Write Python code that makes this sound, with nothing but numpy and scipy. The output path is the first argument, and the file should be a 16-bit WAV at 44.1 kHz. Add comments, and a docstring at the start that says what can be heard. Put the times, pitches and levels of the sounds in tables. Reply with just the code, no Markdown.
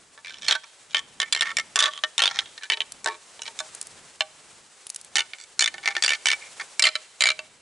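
"""Soft air and a jacket sleeve come first, then a faint clack: two deer antlers, close to a stereo microphone
in a quiet winter wood. Clashed by hand, they ring as bending modes plus a short noise crack at each contact.
Volleys bounce out or are pressed on as the contact point slides; trains of tiny slips make the beams scrape.
Filtered noise gives the light ticks, the cloth and the air, and the trees' faint answer is a decaying noise tail.
The camera's limiter flattens the hardest blows."""
import sys
import numpy as np
from scipy import signal
from scipy.fft import rfft, irfft, next_fast_len
from scipy.io import wavfile
from scipy.ndimage import uniform_filter1d, minimum_filter1d, map_coordinates

SR = 44100
rng = np.random.default_rng(int(sys.argv[2]) if len(sys.argv) > 2 else 0)


def dump_mix(stems):
    """Bounce the given channels to the path in sys.argv[1] as a 16-bit WAV at rate SR."""
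    frames = np.atleast_2d(stems).T  # one column per channel
    limited = np.clip(frames, -1, 1)  # hard clip at full scale
    pcm = np.round(limited * 32767).astype(np.int16)
    wavfile.write(sys.argv[1], SR, pcm)


N = 335601
TIME = np.arange(N) / SR
RING_TIME = np.arange(SR // 4) / SR

# Levels of events, sleeves and air are before the gain_db of their function.
# Low stir of air in the wood. Each row: time in seconds, level in dB.
AIR_LEVEL = [(0, -58), (.25, -65.5), (.9, -62), (1.3, -55.5), (1.6, -55), (2.05, -65), (2.9, -65),
             (3.05, -60.5), (3.85, -64), (3.96, -58.5), (4.1, -64.5), (7.61, -65)]
# Jacket sleeves. Each row: time in seconds, level in dB.
SLEEVE_LEVEL = [(0, -60), (1.8, -55.5), (2.1, -54.5), (3.2, -55.5), (3.7, -50), (4.2, -56), (5.55, -56),
                (5.85, -54), (6.5, -48), (6.78, -52), (7.61, -59.5)]
# Colour of the air. Each row: frequency in Hz, relative density in dB per Hz.
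AIR_COLOUR = [(25, -15), (130, -4), (250, -4.5), (2000, -11.5), (8000, -24)]
# Colour of the cloth. Each row: frequency in Hz, relative density in dB per Hz.
CLOTH_COLOUR = [(100, -47), (400, 3.5), (1000, 4), (3000, 2.5), (5500, 2), (8000, 4.5), (10800, -4)]
# Bending modes of the pair. Each row: frequency in Hz, relative level in dB.
BENDING_MODES = [(350, -12), (431, -18), (624, -9.5), (802, -10), (915, -11.5), (1145, 0), (1335, -1),
                 (1529, -2.5), (1770, 4.5), (1845, -4), (2137, -0.5), (2315, 7.5), (2700, -2), (3040, 6.5),
                 (3400, 3.5), (3640, 9), (3828, 6.5), (4170, 10.5), (4480, 7.5), (4940, 2), (5460, 8.5),
                 (5950, 5), (6560, 3), (7210, 9.5), (7780, 5.5), (8500, -12.5), (9400, -19)]
# Each new hold leaves one low mode free to ring. Each row: start in seconds, free mode in Hz.
HOLDS = [(0, 936), (.9, 1246), (1.7, 1145), (2.1, 890), (2.6, 363), (3.5, 624), (5, 880), (6.7, 624)]
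# Blows timed one by one, some alone, some in close pairs or just after a volley. Each row: start in seconds,
# level in dB, mode favoured by the contact point in Hz, beam knock in dB re level, tine snap in dB re level.
SINGLE_BLOWS = [(0.177, -46, 1620, -6, -17), (0.552, -25, 1560, -14, -13), (1.363, -26, 2800, -24, -14),
                (1.758, -20, 2610, -13.5, 0), (2.037, -19, 3010, -12, -39),
                (2.389, -15.5, 3290, -24.5, -44), (2.458, -42.5, 3130, -15, -16),
                (2.578, -37, 1650, -33, -28), (2.634, -34, 3000, -23, -5), (2.772, -33.5, 3000, -9, -20),
                (2.805, -21, 3100, -19.5, -30), (3.044, -39, 2090, -5, 7.5), (3.393, -42, 3100, -5.5, -16),
                (3.419, -34.5, 3020, -24, 1), (3.59, -31, 3500, -42, -0.5), (3.603, -30.5, 1630, -6, -3),
                (4.207, -18, 2870, -13.5, -42), (5.334, -33, 2740, -21, -30),
                (5.741, -34.5, 1930, -7.5, -12), (5.781, -37.5, 3190, -11, -15),
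                (5.858, -23.5, 2530, -20, -14), (5.876, -17.5, 2010, -17, -14.5),
                (5.952, -28.5, 2140, -27, -18), (5.966, -21, 1840, -16, -26), (6.599, -33, 2270, -21, -11),
                (6.795, -18.5, 2400, -19, 1), (6.954, -22, 1944, -18, -13), (7.391, -30, 2580, -10.5, -9)]
# A clash rattles as a volley of contacts. Each row: first contact in seconds, last contact in seconds,
# number of contacts, level in dB, first favoured mode in Hz, last favoured mode in Hz,
# beam knock in dB re level, tine snap in dB re level.
CLASH_VOLLEYS = [(0.247, 0.305, 6, -38, 2300, 1510, -24, -21),
                 (0.483, 0.525, 3, -14, 4150, 3120, -19.5, -6.5),
                 (0.946, 0.968, 2, -16, 3020, 3280, -17.5, -37),
                 (1.201, 1.229, 3, -20.5, 3820, 2590, -18, -6), (1.325, 1.349, 2, -17, 4500, 4130, -35, -1),
                 (1.409, 1.429, 3, -18, 3920, 1710, -15.5, -8.5),
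                 (1.569, 1.598, 3, -21, 2450, 2060, -20, -1.5),
                 (1.79, 1.857, 5, -17, 3460, 3150, -24.5, -3),
                 (2.18, 2.201, 3, -17.5, 3510, 2630, -14, -4.5),
                 (2.22, 2.277, 4, -16, 3130, 3340, -15.5, -11),
                 (2.7, 2.735, 3, -18, 2950, 3120, -20.5, -14),
                 (3.06, 3.084, 3, -22.5, 1550, 1840, -5, -7.5),
                 (5.156, 5.205, 5, -19.5, 3230, 2890, -18.5, -2.5),
                 (5.593, 5.676, 6, -18.5, 4200, 3010, -25, -0.5),
                 (6.024, 6.134, 9, -19.5, 4440, 2520, -32, -3.5),
                 (6.257, 6.332, 6, -18.5, 2880, 2450, -27, -4.5),
                 (6.823, 6.869, 4, -10.5, 4460, 1920, -24.5, -3),
                 (7.207, 7.303, 7, -16, 1960, 2340, -20.5, -4)]
# One knobbly beam slides along the other. Each row: start in seconds, end in seconds, level in dB,
# centre of the rasp in Hz.
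BEAM_SCRAPES = [(0.262, 0.399, -46.5, 3020), (0.411, 0.51, -37, 3170), (0.488, 0.567, -28, 1590),
                (0.634, 0.636, -41, 1240), (0.894, 0.937, -47, 3000), (0.974, 1.001, -30.5, 3200),
                (1.255, 1.288, -45, 2200), (1.372, 1.401, -33, 2720), (1.439, 1.524, -31.5, 1980),
                (1.763, 1.896, -27, 1620), (1.903, 2.002, -39.5, 3330), (2.292, 2.435, -36.5, 1930),
                (2.607, 2.67, -44, 1750), (3.084, 3.122, -38.5, 1150), (3.091, 3.157, -44.5, 377),
                (3.452, 3.489, -35.5, 3210), (5.378, 5.452, -45, 8000), (5.826, 5.929, -35, 1940),
                (5.971, 6.005, -39, 1930), (6.141, 6.157, -31.5, 3070), (6.402, 6.48, -45.5, 2200),
                (6.592, 6.627, -33.5, 1680), (6.858, 6.893, -24.5, 2300)]
# How long the trees answer. Each row: frequency in Hz, time to fall 60 dB in seconds.
WOODS_DECAY = [(200, 0.18), (3000, 0.75), (10000, 0.48)]
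# Light dry ticks. Each row: start in seconds, level in dB.
LIGHT_TICKS = [(2.921, -31), (3.749, -30), (3.814, -27), (3.827, -37), (3.87, -36), (4.868, -30),
               (4.894, -41), (4.901, -28.5), (4.946, -34), (4.961, -27.5), (5.013, -37.5), (5.047, -40.5)]
# Colour of the ticks. Each row: frequency in Hz, relative density in dB per Hz.
TICK_NOISE_COLOUR = [(200, -6), (1000, 0.5), (8000, 21)]

# The beams knock below the first pitch, the tines snap above the second.
KNOCK_HZ, SNAP_HZ = 1400, 4700
# A blow with more knock than usual also drives the modes up to TINE_HZ (spill in dB per dB of extra knock).
USUAL_KNOCK_DB, KNOCK_SPILL, TINE_HZ = -25, 0.42, 2330
# Up to LOOSE_COUNT contacts bounce freely, more are pressed on.
# Each pair: pace (under 1 the gaps shrink), loss by the last contact in dB.
LOOSE_COUNT = 3
LOOSE, PRESSED = (0.8, 5.7), (1.05, 3.14)
# Scatter of the inner contacts: share of an even gap, dB, share of the pitch.
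UNEVEN_GAP, UNEVEN_DB, UNEVEN_SPOT = 0.14, 0.3, 0.11
SNAP_FALL_DB = 8.5  # over a volley, as the contact slides from the tines to the beams
TOP_HZ = 10950  # top of the recorded band


def amp(db):
    """Decibels to gain."""
    return 10 ** (np.asarray(db) / 20)


def unit(x):
    """Scale to rms 1."""
    return x / np.sqrt(np.mean(x ** 2) + 1e-20)


def along(points, hz):
    """Read (Hz, value) points on a log frequency axis."""
    point_hz, value = np.transpose(points)
    return np.interp(np.log(hz + 1), np.log(point_hz), value)


def filtered(x, response):
    """x times a response of frequency, padded so that the end does not wrap round."""
    size = x.shape[-1]
    padded = next_fast_len(size + 4096)
    spectrum = rfft(x, padded) * response(np.fft.rfftfreq(padded, 1 / SR))
    return irfft(spectrum, padded)[..., :size]


def two_ports(size, width):
    """Random values for left and right: a shared part and a part of opposite sign."""
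    mid, side = rng.standard_normal((2, size))
    return np.array([mid + width * side, mid - width * side])


def noise(colour, size, width):
    """Coloured stereo noise of rms 1."""
    return unit(filtered(two_ports(size, width), lambda hz: amp(along(colour, hz))))


def wobble(rate):
    """A smooth random curve, rate knots a second."""
    knots = rng.standard_normal(int(N * rate / SR) + 4)
    return map_coordinates(knots, [TIME * rate])


def add(track, s, sound):
    """Mix a sound into a track at time s."""
    part = track[:, max(round(s * SR), 0):]
    part[:, :sound.shape[1]] += sound[:, :part.shape[1]]


def breeze(gain_db=1, flutter_db=4.55):
    """Light air rumbles softly round the tree: dark noise whose level wanders slowly."""
    level_db = np.interp(TIME, *np.transpose(AIR_LEVEL))
    return amp(level_db + gain_db + flutter_db * wobble(4.46)) * noise(AIR_COLOUR, N, width=0.32)


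def jacket(gain_db=4, flutter_db=1.57):
    """Sleeves brush the body as the arms move: noise with a quick flutter."""
    level_db = np.interp(TIME, *np.transpose(SLEEVE_LEVEL))
    return amp(level_db + gain_db + flutter_db * wobble(45)) * noise(CLOTH_COLOUR, N, width=0.33)


def grip(free_hz, free_db=11, detune=0.014, scatter_db=5.0):
    """The modes (Hz, dB) under one hold: the hands shift and damp each differently, sparing the free one."""
    hz, db = np.transpose(BENDING_MODES)
    shift, damp = rng.standard_normal((2, len(hz)))
    free = np.exp(-.5 * (np.log(hz / free_hz) / 0.044) ** 2)
    held_hz = hz * (1 + detune * shift * (1 - free))
    held_db = db + scatter_db * damp * (1 - free) + free_db * free
    return held_hz, held_db


def held(grips, s):
    """The modes of the hold in use at time s."""
    return grips[max(np.searchsorted(np.transpose(HOLDS)[0], s) - 1, 0)]


def contacts():
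    """Every contact, single or in a volley; along a volley blows weaken and lose snap as the contact slides."""
    rows = list(SINGLE_BLOWS)
    for first, last, count, db, first_hz, last_hz, knock_db, snap_db in CLASH_VOLLEYS:
        pace, loss_db = LOOSE if count <= LOOSE_COUNT else PRESSED
        # the first and last contacts are not scattered
        early, force, spot = np.pad(rng.standard_normal((3, count - 2)), ((0, 0), (1, 1)))
        even = (np.arange(count) + UNEVEN_GAP * early) / (count - 1)
        way = np.clip(even, 0, 1) ** pace
        starts = first + (last - first) * way
        levels_db = db - loss_db * way ** 2 + UNEVEN_DB * force
        favoured_hz = first_hz * (last_hz / first_hz) ** way * np.exp(UNEVEN_SPOT * spot)
        rows += zip(starts, levels_db, favoured_hz, np.full(count, knock_db), snap_db - SNAP_FALL_DB * way)
    return rows


def knocked(modes, knock_db):
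    """The modes (Hz, dB) as one blow meets them: on the beam it drives the lower ones, on a tine it spares them."""
    hz, db = modes
    low_share = np.interp(hz, [KNOCK_HZ, TINE_HZ], [1, 0])
    return hz, db + KNOCK_SPILL * (knock_db - USUAL_KNOCK_DB) * low_share


def ring(modes, favoured_hz, favour_db, reach, t60_1khz=0.13, damping=1.0, scatter_db=3.5, detune=0.02,
         uneven=0.22):
    """The modes after one contact, (channels, modes, time); higher ones die sooner in the gripped bone."""
    hz, db = modes
    level_chance, pitch_chance, sign_chance, damp_chance = rng.standard_normal((4, len(hz)))
    favour = np.exp(-.5 * (np.log(hz / favoured_hz) / reach) ** 2)
    db = db + scatter_db * level_chance + favour_db * favour
    hz = hz * (1 + detune * pitch_chance * hz / SNAP_HZ)  # contact loads light tines more than the heavy beam
    t60 = t60_1khz * (hz / 1000) ** -damping  # seconds, before the two losses below
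    t60 = t60 / (1 + (430 / hz) ** 6)  # the hands soak up the lowest modes
    t60 = t60 * np.exp(-uneven * np.abs(damp_chance))  # the touching antler damps each mode by chance
    fade = np.exp(-np.log(1000) * np.outer(1 / t60, RING_TIME).astype(np.float32))
    waves = fade * np.sin(2 * np.pi * np.outer(hz, RING_TIME).astype(np.float32))
    balance = 1 + .18 * np.outer([1, -1], rng.standard_normal(len(hz)))  # each mode leans left or right
    gains = amp(db) * np.sign(sign_chance) * balance
    return gains.astype(np.float32)[:, :, None] * waves


def head_unit(x):
    """Scale a blow to rms 1 over its first 8 ms."""
    head = int(.008 * SR)
    return x / np.sqrt(np.mean(x[:, :head] ** 2) + 1e-20)


def later(x, s):
    """The same sound s seconds later, cut to the ring length."""
    return np.pad(x, ((0, 0), (int(s * SR), 0)))[:, :len(RING_TIME)]


def clacks(grips, crack_db=-4, crack_t60=0.019, chatter=0.22, rebound=0.52, gain_db=1):
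    """Each blow rings the modes and cracks at the contact; it chatters at once, then rebounds lightly."""
    out = np.zeros((2, N))
    zone = np.digitize(np.transpose(BENDING_MODES)[0], [KNOCK_HZ, SNAP_HZ])
    edges = [(580, KNOCK_HZ), (KNOCK_HZ, SNAP_HZ), (SNAP_HZ, 9500)]  # Hz: knock, clack, snap
    bands = [signal.butter(2, edge, 'band', fs=SR, output='sos') for edge in edges]
    for s, db, favoured_hz, knock_db, snap_db in contacts():
        modes = ring(knocked(held(grips, s), knock_db), favoured_hz, favour_db=18, reach=0.069)
        crack = two_ports(len(RING_TIME), width=0.28) * amp(-60 * RING_TIME / crack_t60)
        # delays in seconds, then the share of the rebound
        chatter_s, rebound_s, lift = rng.uniform([.001, .006, 0], [.003, .014, 1])
        for k, part_db in enumerate([knock_db, 0, snap_db]):
            tone = head_unit(modes[:, zone == k].sum(axis=1))
            part = tone + amp(crack_db) * head_unit(signal.sosfilt(bands[k], crack))
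            part = part + chatter * later(part, chatter_s) + rebound * lift * later(part, rebound_s)
            add(out, s, amp(db + part_db + gain_db) * head_unit(part))
    return out


def slips(size, db):
    """Ridges catch and let go at an uneven pace: single ticks under light pressure, a rasp under heavy."""
    pace, force = rng.standard_normal((2, len(RING_TIME)))[:, :size]
    held_pace = np.repeat(np.clip(pace, -1.5, 1.5), 256)[:len(force)]  # a new pace every 256 samples
    slips_per_s = 170 * amp((db + 33) / 2 + 7 * held_pace)
    ridge = np.floor(np.cumsum(slips_per_s) / SR)
    blows = np.diff(ridge, prepend=-1) * amp(4.5 * np.clip(force, -2, 2))
    blows = blows + .028 * pace  # fine grain between the ridges
    return blows * signal.windows.tukey(len(blows), .2)


def scrapes(grips, grit_db=-9, reach=1.25, gain_db=0, count=5):
    """Every slip is a tiny blow at one of count spots; pressed together, the beams ring only briefly."""
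    out = np.zeros((2, N))
    for start, end, db, centre_hz in BEAM_SCRAPES:
        blows = slips(max(int((end - start) * SR), SR // 100), db)
        spots = rng.integers(count, size=len(RING_TIME))[:len(blows)]
        sound = 0
        for spot in range(count):
            grit = two_ports(len(RING_TIME), width=0.46) * amp(-60 * RING_TIME / 0.01)
            modes = ring(held(grips, start), centre_hz, favour_db=14, reach=0.06, t60_1khz=0.094, detune=0.038)
            answer = unit(modes.sum(axis=1)) + amp(grit_db) * unit(grit)
            sound = sound + signal.fftconvolve([blows * (spots == spot)], answer, axes=1)
        # the size of the ridges sets which band they drive
        sound = filtered(sound, lambda hz: 1 / (1 + (np.log((hz + 1) / centre_hz) / reach) ** 2))
        strength = np.sqrt(np.sum(sound ** 2) / (2 * len(blows)) + 1e-20)
        add(out, start, amp(db + gain_db) * sound / strength)
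    return out


def radiated(x):
    """Slim beams move too little air to give bass, and bone is too soft for the highest treble."""
    return signal.sosfilt(signal.butter(4, [390, 10300], 'band', fs=SR, output='sos'), x)


def woods(x):
    """Trunks and branches scatter a thin tail back: noise that dies at its own rate in each band."""
    hz, t, z = signal.stft(two_ports(SR, width=0.4), SR, nperseg=256)
    fade = amp(-60 * t / along(WOODS_DECAY, hz)[:, None])
    tail = signal.istft(z * fade, SR, nperseg=256)[1]
    return signal.fftconvolve(x, tail / np.linalg.norm(tail[0]), axes=1)[:, :N]


def ticks(t60=0.015, gain_db=10):
    """Short bright ticks while the grip is changed: bursts of treble noise that die at once."""
    out = np.zeros((2, N))
    t = RING_TIME[:SR // 20]
    for s, db in LIGHT_TICKS:
        add(out, s, amp(db + gain_db - 60 * t / t60) * noise(TICK_NOISE_COLOUR, len(t), width=0.11))
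    return out


def scene(woods_db=-27):
    """Clacks and scrapes sit slightly to the right, ticks in the middle, over cloth and air."""
    grips = [grip(free_hz) for _, free_hz in HOLDS]
    lean = amp([[-.85], [.85]])  # dB, left and right
    antlers = radiated(clacks(grips) + scrapes(grips)) * lean + ticks()
    return antlers + amp(woods_db) * woods(antlers) + jacket() + breeze()


def record(dry):
    """The camera's fast limiter holds the peaks at -4.2 dB; the top of the band is then cut steeply."""
    needed = np.minimum(1, amp(-4.2) / (np.abs(dry).max(axis=0) + 1e-9))
    gain = uniform_filter1d(minimum_filter1d(needed, size=67), size=45)  # samples
    return filtered(dry * gain, lambda hz: 1 / np.sqrt(1 + (hz / TOP_HZ) ** 160))


dry = scene()
out = record(dry)
dump_mix(out)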